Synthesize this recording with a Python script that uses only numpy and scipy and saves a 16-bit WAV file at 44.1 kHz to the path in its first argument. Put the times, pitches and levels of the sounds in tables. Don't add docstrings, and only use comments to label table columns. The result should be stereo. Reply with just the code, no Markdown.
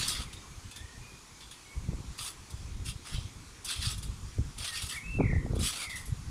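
import sys
import numpy as np
from scipy import signal
from scipy.fft import rfft, irfft, next_fast_len
from scipy.io import wavfile
from scipy.ndimage import uniform_filter1d

SR = 44100
rng = np.random.default_rng(int(sys.argv[2]) if len(sys.argv) > 2 else 0)


def to_wav(sig):
    pcm = np.clip(np.atleast_2d(sig), -1, 1) * 32767
    pcm = np.round(pcm).astype(np.int16)
    wavfile.write(sys.argv[1], SR, pcm.T)


N = 277830

# f/Hz, relative level/dB, t60/s
COIL_MODES = [(1252, -4, 0.098), (2752, 1, 0.15), (3307.4, -3, 0.15), (3455, -3.5, 0.94), (3500, -6, 0.27),
              (4720, 2.5, 0.089), (4760, -36, 0.063), (6420, -1.5, 0.056), (7830, -4, 0.079),
              (9000, -40, .06), (9420, -8.5, 0.19), (9880, -8, 0.15), (12300, -19, 0.055)]


def springs():
    # t/s, swell/s, sag/s, first, peak and last level/dB, treble/dB, low clank/dB
    strokes = [(0.0, 0.0098, 0.058, -33.5, -32, -35.5, 2, 3), (.08, 0.011, 0.14, -41, -33, -43.5, -2, 6.5),
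               (2.184, 0.094, 0.019, -45, -39.5, -45.5, 7.5, 4),
               (2.855, 0.031, 0.016, -47, -43, -44.5, 7, -6), (3.054, .01, 0.082, -48.5, -44.5, -46, 1, 8),
               (3.654, 0.054, 0.086, -47, -33, -44, 1.5, 3.5),
               (3.81, 0.027, 0.096, -39, -34, -42.5, 1.5, 0.5), (4.585, .095, .02, -41, -39, -40, 3, 2.5),
               (4.73, .035, .105, -41.5, -36.5, -47, 1.5, 4), (4.893, 0.0098, 0.074, -40, -38, -47, 5, 4.5),
               (5.6, 0.073, 0.039, -43.5, -31, -39.5, 6, 3.5),
               (5.73, .11, 0.0093, -39.5, -38, -41.5, 3.5, 6.5)]
    # t/s, scrape level/dB, scrape t60/s (capped at 0.6), treble/dB, ring level/dB, ring f/Hz
    hook_slips = [(0.0792, -37.5, 0.2, 17.5, -37, 3470), (0.3306, -39, 0.07, 6, -38.5, 3714),
                  (0.7125, -42, 0.087, 1, -43, 3440), (0.7615, -39, 0.11, 5.5, -39, 3500),
                  (1.4068, -47, 0.17, 2.5, -39.5, 3455), (1.5118, -45, 0.18, 4.5, -39, 3490),
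                  (2.1886, -35, 0.09, -14, -34, 3490), (2.5046, -48, 0.08, 14.5, -54, 3420),
                  (2.8644, -41, 0.15, -4, -54, 3700), (3.1389, -45.5, 0.89, -21, -35, 3173),
                  (3.6472, -46.5, 0.14, 19.5, -56, 3420), (3.9054, -37, 0.13, 10, -49, 3400),
                  (3.9796, -45.5, 0.087, 14, -41, 3490), (4.0272, -40.5, 0.16, 7, -46, 3700),
                  (4.6445, -31.5, 0.13, -3, -39, 3350), (4.8196, -34, 0.16, 7, -60, 3330),
                  (4.8633, -43, 0.088, 14.5, -50.5, 3600), (4.8923, -51, 0.076, 8, -56, 3340),
                  (4.9594, -46.5, 0.06, 14, -50, 3260), (5.5547, -41.5, 0.087, 6, -40, 3404),
                  (5.592, -39, 0.12, 9, -30, 3920), (5.8967, -41, 0.29, 5, -40.5, 3690),
                  (5.9574, -40.5, 0.25, 9, -56, 3600), (6.0566, -54.5, 0.2, 17, -55, 3820)]
    out = np.zeros((2, N))
    for row in strokes:
        add(out, *spring_stroke(*row))
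    for start, *slip in hook_slips:
        add(out, start - .003, hook_tick(*slip))
    return out + gain_of([[-17], [-13]]) * garden_echo(out[1], t60=0.2)


def spring_stroke(start, swell, sag, first_db, peak_db, last_db, treble_db, clank_db):
    attack_s, release_db_per_s = .015, 450
    length = swell + sag
    t = np.arange(-min(attack_s, start), length + 30 / release_db_per_s, 1 / SR)
    load_db = np.interp(t, [0, swell, length], [first_db, peak_db, last_db])
    clank_db = clank_db - 0.55 * (load_db - min(first_db, last_db))
    judder_db = 1.6 * drift(len(t), .004)
    rasp = coil_rasp(len(t), ring_db=-2.5, grain_db=0.5, slips_per_s=350)
    rasp = place_steel(rasp, treble_db, clank_db)
    attack = np.minimum(1 + t / attack_s, 1) ** 2
    release = gain_of(-release_db_per_s * np.maximum(t - length, 0))
    return start + t[0], rasp * gain_of(load_db + judder_db) * attack * release


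def hook_tick(scrape_db, scrape_t60, treble_db, ring_db, ring_hz):
    knocks_per_s, rattle_t60, knock_t60 = 300, .35, .12
    t = np.arange(SR // 6) / SR
    scrape = coil_rasp(len(t), ring_db=-2.0, grain_db=-2.0, slips_per_s=600)
    scrape = place_steel(scrape, treble_db, clank_db=1.4)
    scrape *= gain_of(scrape_db - 60 * t / np.clip(scrape_t60, .03, .6))
    knocks = (rng.random(len(t)) < knocks_per_s / SR) * rng.standard_normal(len(t)) + (t == 0)
    knocks *= gain_of(-60 * t / rattle_t60)
    modes = COIL_MODES[2:5]
    ring = coil_ring(modes, detune=0.0048, spread_db=1.1, pitch=ring_hz / modes[1][0])
    ring *= gain_of(-60 * t / knock_t60)
    rattle = signal.fftconvolve(knocks / np.linalg.norm(knocks), ring)[:len(t)]
    rise = np.minimum(t / 0.0057, 1)
    return rise * (scrape + gain_of([[ring_db - 15], [ring_db]]) * rattle)


def coil_rasp(count, ring_db, grain_db, slips_per_s):
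    # f/Hz, relative density/dB
    rasp_spectrum = [(410, -22), (700, -13.5), (1060, -8), (1240, -3), (1410, -5), (1800, -8.5), (2080, -5),
                     (3360, -1), (4710, 0.5), (7040, -12), (9370, -10.5), (15500, -41.5)]
    grains = rng.standard_normal((2, count)) * gain_of(grain_db * rng.standard_normal(count))
    grains[0] += .45 * np.roll(grains[1], 24)
    rasp = coloured(grains, lambda hz: db_at(rasp_spectrum, hz))
    rasp = unit_rms(shifting_strain(rasp, depth_db=3.5))
    slips = gain_of(0.87 * rng.exponential(1, (2, count))) * (rng.random((2, count)) < slips_per_s / SR)
    which_spring = rng.integers(0, 12, (2, count))
    ringing = np.zeros((2, count))
    for spring in range(12):
        ring = coil_ring(COIL_MODES, detune=0.0428, spread_db=5.0)
        ringing += signal.fftconvolve(slips * (which_spring == spring), ring[None], axes=1)[:, :count]
    return rasp + gain_of(ring_db) * unit_rms(ringing)


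def coil_ring(modes, detune, spread_db, pitch=1.):
    t = np.arange(SR // 6) / SR
    ring = np.zeros(len(t))
    for hz, db, t60 in modes:
        off_pitch, off_level = rng.standard_normal(2)
        decay = gain_of(db + spread_db * off_level - 60 * t / t60)
        ring += decay * np.sin(2 * np.pi * hz * pitch * (1 + detune * off_pitch) * t)
    return ring


def shifting_strain(pair, depth_db):
    spectra = signal.stft(pair, nperseg=512, noverlap=384)[2]
    patches = rng.standard_normal(spectra.shape[1:])
    patches = uniform_filter1d(uniform_filter1d(patches, size=4, axis=0), size=9, axis=1)
    spectra *= gain_of(depth_db * unit_rms(patches))
    return signal.istft(spectra, nperseg=512, noverlap=384)[1][:, :pair.shape[1]]


def place_steel(pair, treble_db, clank_db):
    # f/Hz, left minus right/dB
    balance = [(60, -17), (150, 10), (380, -5), (950, 1.5), (2380, -5), (5980, -10), (15000, -25)]
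    placed = panned(pair, balance)
    low = signal.sosfilt(signal.butter(2, 2000, fs=SR, output="sos"), placed)
    high = signal.sosfilt(signal.butter(2, 6800, "high", fs=SR, output="sos"), placed)
    return placed + (gain_of(clank_db) - 1) * low + (gain_of(treble_db) - 1) * high


def wind():
    # t/s, buffeting level/dB, small eddies against large/dB
    gusts = [(0.0, -29.5, -17), (0.2, -42, -6), (0.45, -48, -13.5), (0.65, -46.5, -15), (1.0, -50.5, -8.5),
             (1.7, -61.5, -0.5), (1.77, -34.5, -28), (1.92, -30, -12.5), (2.23, -48, -17.5),
             (2.65, -41, -17), (2.91, -36, -17.5), (3.09, -54.5, -10), (3.12, -36, -17.5),
             (3.75, -52.5, -8.5), (3.79, -39, -19.5), (4.05, -40, -15.5), (4.35, -41, -23), (4.4, -27, -16),
             (4.53, -51, -8.5), (4.63, -35.5, -18), (4.7, -52, -18), (4.83, -34, -27), (4.91, -57, 3.5),
             (5.12, -31.5, -28.5), (5.203, -21.5, 4), (5.27, -26.5, -6.5), (5.4, -29.5, -8),
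             (5.5, -33, -2.5), (5.59, -30, 1), (5.76, -49.5, -11.5), (6.3, -32.5, -23.5)]
    # f/Hz, relative density/dB
    turbulence = [(8.8, -82), (15, 3.5), (119, 1.5), (260, -8.5), (342, -14.5), (408, -15), (525, -19.5),
                  (639, -43), (704, -31.5), (1600, -41.5), (2080, -67), (3520, -120)]
    # t/s, swing level/dB, f/Hz, snap level/dB
    eddies = [(0.187, -27, 61, -46), (0.573, -33.5, 72, -57), (0.65, -33.5, 90, -53.5),
              (0.801, -35, 65, -55), (0.837, -33, 71, -54), (1.764, -22.5, 60.5, -51),
              (1.884, -18.5, 117, -30), (1.93, -35, 74, -25), (1.995, -35, 82.4, -46),
              (2.533, -25.5, 78, -59), (2.621, -39, 100, -52), (2.722, -33, 104, -53), (2.81, -30, 80, -55),
              (2.881, -26.5, 93, -45), (2.952, -30, 89, -55), (3.124, -34.5, 75, -57),
              (3.179, -25, 92, -35), (3.247, -31, 84, -55), (3.786, -27, 76, -52), (3.865, -26, 111, -59),
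              (4.086, -23, 63, -47), (4.382, -17.5, 106, -22), (4.389, -19.5, 168, -41),
              (4.401, -20.5, 62.6, -50), (4.599, -30, 75, -40), (4.829, -28.5, 68.6, -55),
              (5.184, -26.5, 61.7, -13), (5.205, -19, 340, -5), (5.209, -19, 145, -8),
              (5.229, -34, 69.5, -21), (5.251, -11, 121, -18), (5.293, -19.5, 167, -28),
              (5.329, -16, 117, -18), (5.36, -18.5, 92, -25), (5.39, -28, 104, -70), (5.445, -21, 178, -24),
              (5.46, -35, 72, -20), (5.531, -18.5, 79, -18.5), (5.562, -22, 63, -16), (5.589, -22, 73, -23),
              (5.61, -22.5, 158, -25), (6.077, -29, 57, -34.5), (6.119, -19, 100, -45)]
    split_hz = 190
    times, *columns = np.transpose(gusts)
    level_db, sharp_db = (np.interp(np.arange(N) / SR, times, column) for column in columns)
    noise = rng.standard_normal((2, N))
    large = coloured(noise, lambda hz: db_at(turbulence, hz) - 12 * np.log2(1 + (hz / split_hz) ** 2))
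    bursts = noise[0] * gain_of(4 * drift(N, .006))
    small = coloured(
        bursts, lambda hz: db_at(turbulence, hz) - 12 * np.log2(1 + (split_hz / (hz + 1)) ** 2))
    lumps = gain_of(5 * drift(N, .035))
    large = gain_of(level_db) * unit_rms(large * lumps)
    right = large[0] + gain_of(level_db + sharp_db) * unit_rms(small)
    for at, db, hz, snap_db in eddies:
        phase, tone = rng.random(2)
        add(right, at + 0.00326 - 1 / hz, eddy_pop(db, hz, snap_db, phase, snap_hz=300 + 370 * tone))
    left = coloured(np.roll(right, 35), lambda hz: -11.5 * np.clip(hz / 1100, 0, 1)) + 0.3 * large[1]
    return np.array([left, right])


def eddy_pop(db, hz, snap_db, phase, snap_hz):
    t = np.arange(-1.5, 1.5, hz / SR) / hz
    swing = np.exp(-4 * (t * hz) ** 2) * np.cos(2 * np.pi * (t * hz + phase))
    edge_t = t + .4 / hz
    snap = np.exp(-(edge_t / .0013) ** 2) * np.cos(2 * np.pi * (edge_t * snap_hz + phase))
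    return gain_of(db) * swing + gain_of(snap_db) * snap


def songbird():
    # start t/s, end t/s, first, middle and last f/Hz, first and last relative level/dB,
    # trill depth/Hz, first and last trill rate/Hz
    notes = [(0.258, 0.291, 2570, 2200, 1955, -57, -51, 0, 30, 30),
             (0.396, 0.54, 2310, 2310, 2330, -64, -61, 0, 30, 30),
             (.64, 0.75, 2495, 2560, 2570, -70, -60, 0, 30, 30),
             (0.712, 0.968, 1676, 1834, 1820, -58.5, -55, 50, 30, 29.2),
             (0.997, 1.255, 2450, 2442, 2447, -52.5, -66, 77, 40, 41.6),
             (1.295, 1.322, 2590, 2374, 2200, -64, -63, 0, 30, 30),
             (1.327, 1.46, 2240, 2270, 2250, -65, -64, 0, 30, 30),
             (1.56, 1.588, 2710, 2620, 2540, -61, -61, 0, 30, 30),
             (1.65, 1.747, 2210, 2214, 2240, -57, -51, 4, 30, 30),
             (4.672, 4.754, 1980, 1877, 1840, -50, -41, -2, 30, 30),
             (4.904, 4.964, 1817, 1908, 1980, -50, -39.5, 181, 52, 56),
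             (4.961, 4.993, 2290, 2234, 2140, -39.5, -37.5, 0, 30, 30),
             (5.029, 5.207, 2520, 2667, 2624, -47, -39.5, 18, 30, 30.6),
             (5.188, 5.384, 2517, 2054, 1900, -35.5, -40, 184, 55.64, 22.2),
             (5.778, 5.983, 2408, 2112, 1905, -43.5, -42, 128, 41, 32)]
    near_from_s, flick_share = 3, .3
    near, far = np.zeros((2, N))
    for start, end, first_hz, mid_hz, last_hz, first_db, last_db, depth_hz, *trill_rates in notes:
        t = np.arange(0, end - start, 1 / SR)
        glide = np.polyval(np.polyfit([0, .5, 1], [first_hz, mid_hz, last_hz], 2), t / t[-1])
        trill_phase = 2 * np.pi * np.cumsum(np.geomspace(*trill_rates, len(t))) / SR
        hz = glide + depth_hz * signal.sawtooth(trill_phase, flick_share) + 14 * drift(len(t), 0.0052)
        waver_db = 1.1 * drift(len(t), 0.015)
        level = gain_of(np.linspace(first_db, last_db, len(t)) + waver_db)
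        note = level * np.sin(2 * np.pi * np.cumsum(hz) / SR) * signal.windows.tukey(len(t), .2)
        add(far if start < near_from_s else near, start, note)
    song = near + gain_of(-2) * far
    direct = np.array([gain_of(-9.0) * np.roll(song, 12), gain_of(7.5) * song])
    return direct + gain_of([[-3], [1.5]]) * garden_echo(near + far)


def leaves_and_traffic():
    # f/Hz, relative density/dB
    hiss_spectrum = [(24, -58), (40, 0), (129, -20.5), (183, -15), (350, -11), (622, -17.5), (1050, -9.5),
                     (1650, -15.5), (2580, -14), (2780, -17.5), (3230, -15.5), (6820, -15), (8540, -20.5),
                     (9670, -20.5), (15500, -44)]
    # f/Hz, left minus right/dB
    balance = [(60, 7), (180, 3.5), (550, 0), (1650, -2.5), (4970, -2.5), (15000, -12.5)]
    frames, hz = N // 256 + 5, np.fft.rfftfreq(1024, 1 / SR)
    left_re, left_im, own_re, own_im, patches = rng.standard_normal((frames, 513, 5)).T
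    patches = unit_rms(uniform_filter1d(uniform_filter1d(patches, 12, 0), 14, 1))
    coherence = 0.21 + .5 * np.exp(-hz / 400)[:, None]
    left = left_re + 1j * left_im
    right = coherence * left + np.sqrt(1 - coherence ** 2) * (own_re + 1j * own_im)
    spectra = np.array([left, right]) * gain_of(db_at(hiss_spectrum, hz)[:, None] + 1.53 * patches)
    pair = signal.istft(spectra, nperseg=1024, noverlap=768)[1][:, :N]
    level_db = -53 + .5 * drift(N, .3)
    return gain_of(level_db) * panned(pair, balance)


def garden_echo(x, t60=.42):
    delays = np.arange(300, SR // 2, 20)
    taps = np.zeros((2, SR // 2 + 20))
    echoes = rng.choice([-1., 1.], (2, len(delays))) * gain_of(-60 * delays / SR / t60)
    np.put_along_axis(taps, delays + rng.integers(0, 20, echoes.shape), echoes, 1)
    return signal.fftconvolve(x[None], taps / np.linalg.norm(taps[0]), axes=1)[:, :N]


def gain_of(db):
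    return 10 ** (np.asarray(db) / 20)


def unit_rms(x):
    return x / np.sqrt(np.mean(x ** 2) + 1e-20)


def db_at(table, hz):
    table_hz, db = np.transpose(table)
    return np.interp(np.log(hz + 1), np.log(table_hz + 1), db)


def add(mix, start, sound):
    part = mix[..., round(start * SR):][..., :sound.shape[-1]]
    part += sound[..., :part.shape[-1]]


def coloured(x, db_of):
    size = next_fast_len(x.shape[-1] + 512)
    response = gain_of(db_of(np.fft.rfftfreq(size, 1 / SR)))
    return irfft(rfft(x, size) * response, size)[..., :x.shape[-1]]


def drift(count, span_s):
    size = max(round(span_s * SR), 2)
    return unit_rms(uniform_filter1d(uniform_filter1d(rng.standard_normal(count), size), size))


def panned(pair, balance):
    out = coloured(pair, lambda hz: db_at(balance, hz) * np.array([[.5], [-.5]]))
    return out / np.sqrt(np.mean(out.mean(0) ** 2))


def scene():
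    return springs() + wind() + songbird() + leaves_and_traffic()


def record(dry):
    threshold_db, recovery_db_per_s, top_hz = -29.0, 36.0, 15650
    heard = signal.sosfilt(signal.butter(1, 42, "high", fs=SR, output="sos"), dry)
    power_db = 10 * np.log10(abs(uniform_filter1d((heard ** 2).mean(0), 2000)) + 1e-12)
    fall_db = np.arange(N) * recovery_db_per_s / SR
    held_db = np.maximum.accumulate(power_db + fall_db) - fall_db
    over_db = np.maximum(held_db - threshold_db, 0)
    ducked = heard / gain_of(0.41 * uniform_filter1d(over_db, 800))
    lowpass = signal.firwin(511, top_hz, window=("kaiser", 9), fs=SR)
    return signal.oaconvolve(ducked, lowpass[None], "same")


dry = scene()
out = record(dry)
to_wav(out)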